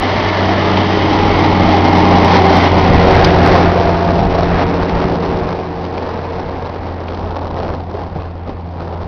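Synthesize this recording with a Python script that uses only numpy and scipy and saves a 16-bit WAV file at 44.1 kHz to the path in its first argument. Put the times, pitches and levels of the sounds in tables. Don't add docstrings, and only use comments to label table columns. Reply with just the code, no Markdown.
import sys
import numpy as np
from scipy import signal
from scipy.io import wavfile

SR = 44100
rng = np.random.default_rng(int(sys.argv[2]) if len(sys.argv) > 2 else 0)


def int16_out(signal):
    q = np.round(np.clip(np.atleast_2d(signal).T, -1, 1) * 32767)
    wavfile.write(sys.argv[1], SR, q.astype(np.int16))


def boost(x):
    u = np.asarray(x, float) / 20
    return 10 ** u


N = 399987

# t/s, f/Hz
FIRING_RATE = [(0.0, 95.0), (0.8, 94.85), (1.4, 93.03), (2.0, 90.63), (2.5, 88.24), (3.0, 87.37),
               (3.8, 86.96), (5.0, 85.7), (6.0, 85.56), (9.07, 85)]
# t/s, tyre roar level/dB, hiss over roar/dB, exhaust level/dB
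LORRY_LEVELS = [(0.0, -15, -5.5, -20.5), (.3, -15, -5, -21), (.9, -14, -7, -18), (1.45, -12, -9, -15),
                (2.09, -10.5, -11, -15.5), (2.45, -9.5, -12, -15.5), (2.72, -12, -9.5, -14.5),
                (3.18, -6.5, -4.5, -15), (3.58, -9, -4, -15.5), (3.74, -14.5, -5.5, -18),
                (4.45, -17.5, -4, -18.5), (5.33, -15.5, -9.5, -24), (5.58, -22, -9.5, -28),
                (6.29, -20.5, -10.5, -25.5), (6.92, -23.5, -10.5, -25.5), (7.8, -26, -17.5, -26),
                (8.3, -30, -9.5, -26.5), (9.07, -25.5, -17.5, -25.5)]
# t/s, order, gain/dB, duration/s
ORDER_BEATS = [(0.0, 1, -5, 0.036), (1.14, 1, -2, 0.046), (4.056, 1, -2.5, 0.086), (4.47, 1, -3, .08),
               (5.049, 1, -5, 0.18), (5.457, 1, 0.5, 0.04), (6.435, 1, -5, 0.044), (6.74, 1, -3, 0.039),
               (7.363, 1, 2, .12), (.1, 2, -12, 0.16), (1.033, 2, -18, 0.073), (1.341, 2, -16.5, 0.096),
               (1.596, 2, -3.5, 0.094), (1.83, 2, -10.5, 0.084), (2.65, 2, -4.5, 0.078),
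               (2.866, 2, 1, 0.063), (4.471, 2, -0.5, 0.067), (5.056, 2, 2.5, 0.12), (5.252, 2, 0, 0.039),
               (6.44, 2, -10, .04), (6.53, 2, 4, .05), (6.764, 2, -10, .08), (8.162, 2, 5, 0.068),
               (8.75, 2, 6, 0.24)]
# multiple of firing rate, peak t/s, duration/s, level/dB, width/Hz
WHINE_LINES = [(4.413, 1.3, 0.89, -22.5, 9.6), (4.366, 2.35, 0.3, -20, 2.1), (4.335, 3.33, 0.33, -16.5, 13),
               (4.343, 4.6, .9, -25, 4.7), (5.415, 3.1, 0.17, -17.5, 4.4), (5.33, 4.7, 0.6, -24.5, 2.4),
               (5.394, 6.0, 0.5, -31, 1.3), (3.385, 1.53, 1, -19.5, 24), (3.33, 4.8, 0.54, -26, 12),
               (2.702, 1.9, 0.45, -21.5, 22), (8.86, 1.9, .48, -15.5, 45), (7.91, 3.45, 0.3, -19, 35),
               (7.89, 4.05, .4, -20, 35), (6.87, 0.42, 0.11, -25.5, 2.4), (6.425, 0.13, 0.18, -22.5, 52),
               (6.37, 2.95, 0.1, -20.5, 30), (18.57, 0.38, .3, -32.5, 13), (23.32, 1.9, .7, -31, 130)]
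# f/Hz, density/(dB per Hz)
APPROACH_SPECTRUM = [(90, -11.5), (180, -6), (310, -5), (520, -9), (810, -4.5), (1100, -10), (1500, -23),
                     (2050, -16.5), (2600, -27.5), (3100, -22), (4000, -33), (5400, -32)]
# f/Hz, density/(dB per Hz)
RECEDING_SPECTRUM = [(90, -7.5), (166, -7), (290, -7), (560, -10.5), (800, -6.5), (1300, -21.5),
                     (1700, -23.5), (2200, -26), (3000, -35.5), (4000, -42.5), (5400, -48.5)]
# t/s, roar gain/dB, hiss gain/dB, duration/s
PATH_SURGES = [
    (2.364, 0.3, 6, 0.059),
    (2.656, 1.5, 4, .1),
    (3.398, -0.8, -2.5, 0.089),
    (4.223, 4.5, -6.5, .12),
    (4.617, 6, 0, .08),
    (5.08, 0.5, 2, 0.14),
    (5.17, 0.5, -6.5, 0.074),
    (7.498, 2.5, -4.5, 0.22),
    (7.741, 5.5, 1, 0.12),
    (8.037, 5, -2, 0.1),
]
# t/s, peak level/dB, f/Hz, t60/s
STONE_TICKS = [(0.7716, 2.5, 2790, 0.014), (4.8947, -12.5, 1900, 0.02), (5.98, -13, 2630, 0.0082),
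               (7.083, -15.5, 2500, 0.014), (7.147, -20, 4370, 0.012), (7.3861, -34, 2520, 0.01),
               (7.4798, -24, 3230, 0.012), (8.1994, -29, 2503, 0.01), (8.2223, -24, 2660, 0.0093),
               (8.7989, -34, 2790, 0.012), (9.0319, -27, 3070, 0.013)]
# t/s, peak level/dB, f/Hz, t60/s
NEAR_SNAP = (3.2442, 3.5, 4900, .04)
# t/s, peak level/dB, f/Hz, rise/s
HEEL_KNOCKS = [
    (0.772, 2.5, 842, 0.0045),
    (1.593, 1, 785, 0.0072),
    (1.88, 1, 270, 0.0029),
    (4.189, -6, 161, 0.005),
    (4.349, -2, 674, 0.0052),
    (5.039, -4, 178, 0.0036),
    (6.456, -15, 118, 0.01),
    (7.94, -10.5, 420, 0.0073),
    (8.157, -7, 157.2, 0.0051),
    (8.491, -5.5, 300, 0.0027),
]
# t/s, rumble level/dB, duration/s, grit over rumble/dB
SHOE_SCUFFS = [(3.45, -9, 0.32, -24), (3.95, -20.5, 0.34, -28.5), (4.399, -13, 0.051, -23.5),
               (4.562, -17.5, 0.087, -32.5), (4.802, -15.5, 0.085, -30), (5.006, -21, 0.066, -30),
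               (5.25, -19.5, 0.26, -30), (5.51, -24, 0.041, -25.5), (5.638, -28.5, 0.022, -23),
               (5.846, -20, .014, -12), (6.0, -24.5, 0.089, -27), (6.112, -23, 0.053, -24),
               (6.256, -32, .08, -23), (6.505, -25, 0.13, -23), (6.659, -26, .025, -27),
               (7.273, -24, 0.049, -28), (6.855, -26.5, 0.07, -22), (7.012, -23, .022, -24),
               (7.134, -21, .04, -18), (7.395, -20.5, 0.059, -34), (7.594, -17.5, 0.057, -30),
               (7.719, -17.5, 0.034, -30), (7.806, -32.5, .018, -26), (7.905, -23, 0.016, -31),
               (7.998, -24.5, 0.041, -33), (8.195, -27.5, .06, -26), (8.492, -27.5, .022, -29),
               (8.813, -24, 0.028, -24), (8.93, -24.5, 0.054, -26), (9.03, -30, .013, -26)]
# f/Hz, width/Hz, level/dB
SOLE_MODES = [(340, 200, -2), (443, 330, 2.5), (620, 650, -6), (950, 320, -18.5)]
# t/s, peak level/dB, duration/s
WIND_GUSTS = [(0.0, -22, 0.02), (0.16, -33, 0.029), (0.27, -36, .03), (1.06, -31, .1), (1.295, -24, 0.076),
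              (1.494, -29, .07), (1.664, -24, 0.055), (1.925, -28.5, .08), (2.198, -24.5, .06),
              (2.46, -35, 0.056), (2.7, -29, .12), (2.92, -15, 0.046), (3.175, -17.5, 0.11),
              (3.471, -24, 0.078), (3.68, -25, .08), (3.88, -28, 0.095), (4.223, -19, 0.051),
              (4.474, -22.5, 0.097), (4.69, -23, 0.038), (4.825, -21, 0.016), (4.952, -19, .022),
              (5.038, -16, 0.017), (5.13, -25, .025), (5.38, -28.5, 0.086), (7.602, -36, .3),
              (6.5, -30, .08), (.6, -38.5, .2), (8.166, -36, 0.07), (8.503, -33, 0.035), (9.05, -27, 0.043)]


def engine(phase_rad):
    near_db, hidden_db, hidden_at_s, hiding_s = -1, -13.5, 5.9, 0.04
    exhaust_db = in_time(LORRY_LEVELS)[2]
    t_s, order, gain_db, duration_s = np.transpose(ORDER_BEATS)
    hidden = crossing(hidden_at_s, hiding_s)
    first_db = exhaust_db + swells(t_s, gain_db * (order < 1.5), duration_s)
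    second_db = exhaust_db + swells(t_s, gain_db * (order > 1.5), duration_s)
    second_db = second_db + (1 - hidden) * near_db + hidden * hidden_db
    waver_rad = 0.25 * drift(4)
    first = boost(first_db + 2.5 + 0.5 * drift(1.3)) * np.sin(phase_rad)
    second = boost(second_db + 2.0 + 1.3 * drift(7.3)) * np.sin(2 * phase_rad + waver_rad)
    return first + second


def whines(phase_rad):
    steady_hz = 160.0
    out, t_s = np.zeros(N), np.arange(N) / SR
    for multiple, peak_s, duration_s, level_db, width_hz in WHINE_LINES:
        swell = boost(level_db) * np.exp(-0.5 * ((t_s - peak_s) / duration_s) ** 2)
        in_phase = np.sqrt(steady_hz / width_hz) + drift(width_hz)
        line = in_phase * np.sin(multiple * phase_rad)
        line = line + drift(width_hz) * np.cos(multiple * phase_rad)
        out += swell * rms_one(line)
    return out


def tyres(patchy_db=1.0, shared_db=0.5):
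    turn_away_s, turn_lasts_s = 2.974, 0.29
    surge_fall = 0.26
    t_s, roar_gain_db, hiss_gain_db, duration_s = np.transpose(PATH_SURGES)
    roar_db, hiss_db, _ = in_time(LORRY_LEVELS)
    roar_db = roar_db + swells(t_s, roar_gain_db, duration_s, surge_fall)
    hiss_db = hiss_db + swells(t_s, hiss_gain_db, duration_s, surge_fall)
    away = crossing(turn_away_s, turn_lasts_s)
    together = drift(20)
    white = rng.standard_normal((2, N))
    edges_hz = 90 * 2 ** np.arange(0, 6.1, 0.2)
    out = 0
    for k, (low_hz, high_hz) in enumerate(zip(edges_hz, edges_hz[1:])):
        hz = np.sqrt(low_hz * high_hz)
        colour_db = (1 - away) * at_hz(APPROACH_SPECTRUM, hz) + away * at_hz(RECEDING_SPECTRUM, hz)
        bright_db = np.clip(np.log2(hz / 900), 0, 1) * (hiss_db + 10.5)
        flutter_db = patchy_db * drift(1.7) + shared_db * together
        out = out + boost(colour_db + bright_db + flutter_db) * band(white[k % 2], low_hz, high_hz)
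    return boost(roar_db + 19.5) * out


def taps():
    out, t_s = np.zeros(N + SR), np.arange(SR // 10) / SR
    for at_s, level_db, hz, t60_s in [*STONE_TICKS, NEAR_SNAP]:
        decay = boost(-60 * t_s / max(t60_s, 0.003))
        crack = resonance(rng.standard_normal(len(t_s)), hz, 1500) * decay
        out[round(at_s * SR):][:len(t_s)] += boost(level_db) * crack / np.abs(crack).max()
    for at_s, level_db, hz, rise_s in HEEL_KNOCKS:
        puff = rms_one(band(rng.standard_normal(len(t_s)), 400, 780))
        push = np.sin(2 * np.pi * hz * t_s) + 0.62 * puff
        envelope = t_s / rise_s * np.exp(1 - t_s / rise_s)
        out[round(at_s * SR):][:len(t_s)] += boost(level_db - 10.0) * push * envelope
    return out[:N]


def gravel(per_s=2500.0, spread_db=5.0):
    shuffle_db, shuffle_grit_db, walk_from_s = -35.0, -13.5, 3.4
    t_s, level_db, duration_s, grit_db = np.transpose(SHOE_SCUFFS)
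    press = boost(shuffle_db) + swells(t_s, boost(level_db), duration_s)
    grind = boost(shuffle_db + shuffle_grit_db) + swells(t_s, boost(level_db + grit_db), duration_s)
    walking = np.clip((np.arange(N) / SR - walk_from_s) / 0.08, 0, 1)
    sizes = boost(spread_db * np.minimum(rng.exponential(1, N), 4)) * rng.choice([-1, 1], N)
    slips = sizes * (rng.random(N) < per_s * boost(4.0 * drift(60)) / SR)
    grit = rms_one(band(slips, 2500, 6600))
    thuds = band(slips, 300, 1300)
    sole = rms_one(sum(boost(db) * resonance(thuds, hz, width_hz) for hz, width_hz, db in SOLE_MODES))
    return walking * boost(-5.0) * (press * sole + grind * grit)


def wind():
    breeze_db = -38
    low_pass = signal.butter(1, 60, fs=SR, output="sos")
    rumble = signal.sosfilt(low_pass, band(rng.standard_normal(N), 22, 260))
    t_s, level_db, duration_s = np.transpose(WIND_GUSTS)
    pressure = boost(breeze_db) + swells(t_s, boost(level_db), duration_s)
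    return pressure * boost(2.0 + 2.4 * drift(22)) * rms_one(rumble)


def in_time(rows):
    t_s, *columns = np.transpose(rows)
    return [np.interp(np.arange(N) / SR, t_s, c) for c in columns]


def crossing(at_s, lasts_s):
    return 0.5 + 0.5 * np.tanh((np.arange(N) / SR - at_s) / lasts_s)


def swells(at_s, heights, lasts_s, fall=1):
    t_s = np.arange(0, N + 40, 40) / SR
    late_s = t_s[:, None] - at_s
    width_s = np.maximum(lasts_s * np.where(late_s > 0, fall, 1), 0.004)
    bells = np.exp(-0.5 * (late_s / width_s) ** 2)
    return np.interp(np.arange(N) / SR, t_s, bells @ heights)


def drift(rate_hz):
    r = np.exp(-80 * np.pi * rate_hz / SR)
    steps = rng.standard_normal(N // 40 + 2002)
    slow = signal.lfilter([1], [1, -2 * r, r * r], steps)[2000:]
    return np.interp(np.arange(N) / 40, np.arange(len(slow)), rms_one(slow))


def rms_one(x):
    return x / np.sqrt(np.mean(x ** 2) + 1e-20)


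def band(x, low_hz, high_hz):
    return signal.sosfilt(signal.butter(2, [low_hz, high_hz], "band", fs=SR, output="sos"), x)


def resonance(x, hz, width_hz):
    r = np.exp(-np.pi * width_hz / SR)
    poles = [1, -2 * r * np.cos(2 * np.pi * hz / SR), r * r]
    return signal.lfilter([(1 - r * r) / 2, 0, (r * r - 1) / 2], poles, x)


def at_hz(points, hz):
    points_hz, level_db = np.transpose(points)
    return np.interp(np.log(hz), np.log(points_hz), level_db)


def scene():
    phase_rad = 2 * np.pi * np.cumsum(in_time(FIRING_RATE)[0]) / SR
    lorry = engine(phase_rad) + whines(phase_rad) + tyres()
    return (lorry + taps() + gravel() + wind())[None]


def roll_off(x):
    return signal.sosfilt(signal.butter(12, 15900, fs=SR, output="sos"), x)


def record(dry):
    stretch, stored_gap = 4, 7.1
    converter_top, overload, squeeze = 0.964, 0.978, 1200.0
    switch_on, switch_on_s = 0.5, 0.0002
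    low_pass = signal.cheby2(10, 40, 5900, fs=SR, output="sos")
    heard = np.clip(signal.sosfilt(low_pass, dry[0]), -1, 1)
    read, ticks = np.arange(0, N, stored_gap), np.arange(0, N, stretch)
    stored = np.interp(read, np.arange(N), heard)
    logs = np.sign(stored) * np.log1p(squeeze * np.abs(stored))
    between = np.interp(ticks, read, logs)
    flips = np.abs(np.interp(ticks, read, np.sign(stored))) < 1
    stalled = np.sign(between) * np.expm1(np.abs(between)) / squeeze
    sparse = np.zeros(N)
    sparse[ticks] = stretch * converter_top * np.where(flips, stalled, heard[ticks])
    soft_edge = signal.firwin(65, SR / 8, window=("kaiser", 9.0), fs=SR)
    x = np.convolve(sparse, soft_edge, "same")[None]
    x = x + switch_on * np.exp(-np.arange(N) / SR / switch_on_s)
    x = np.clip(x, -overload, overload)
    return roll_off(x)


dry = scene()
out = record(dry)
int16_out(out)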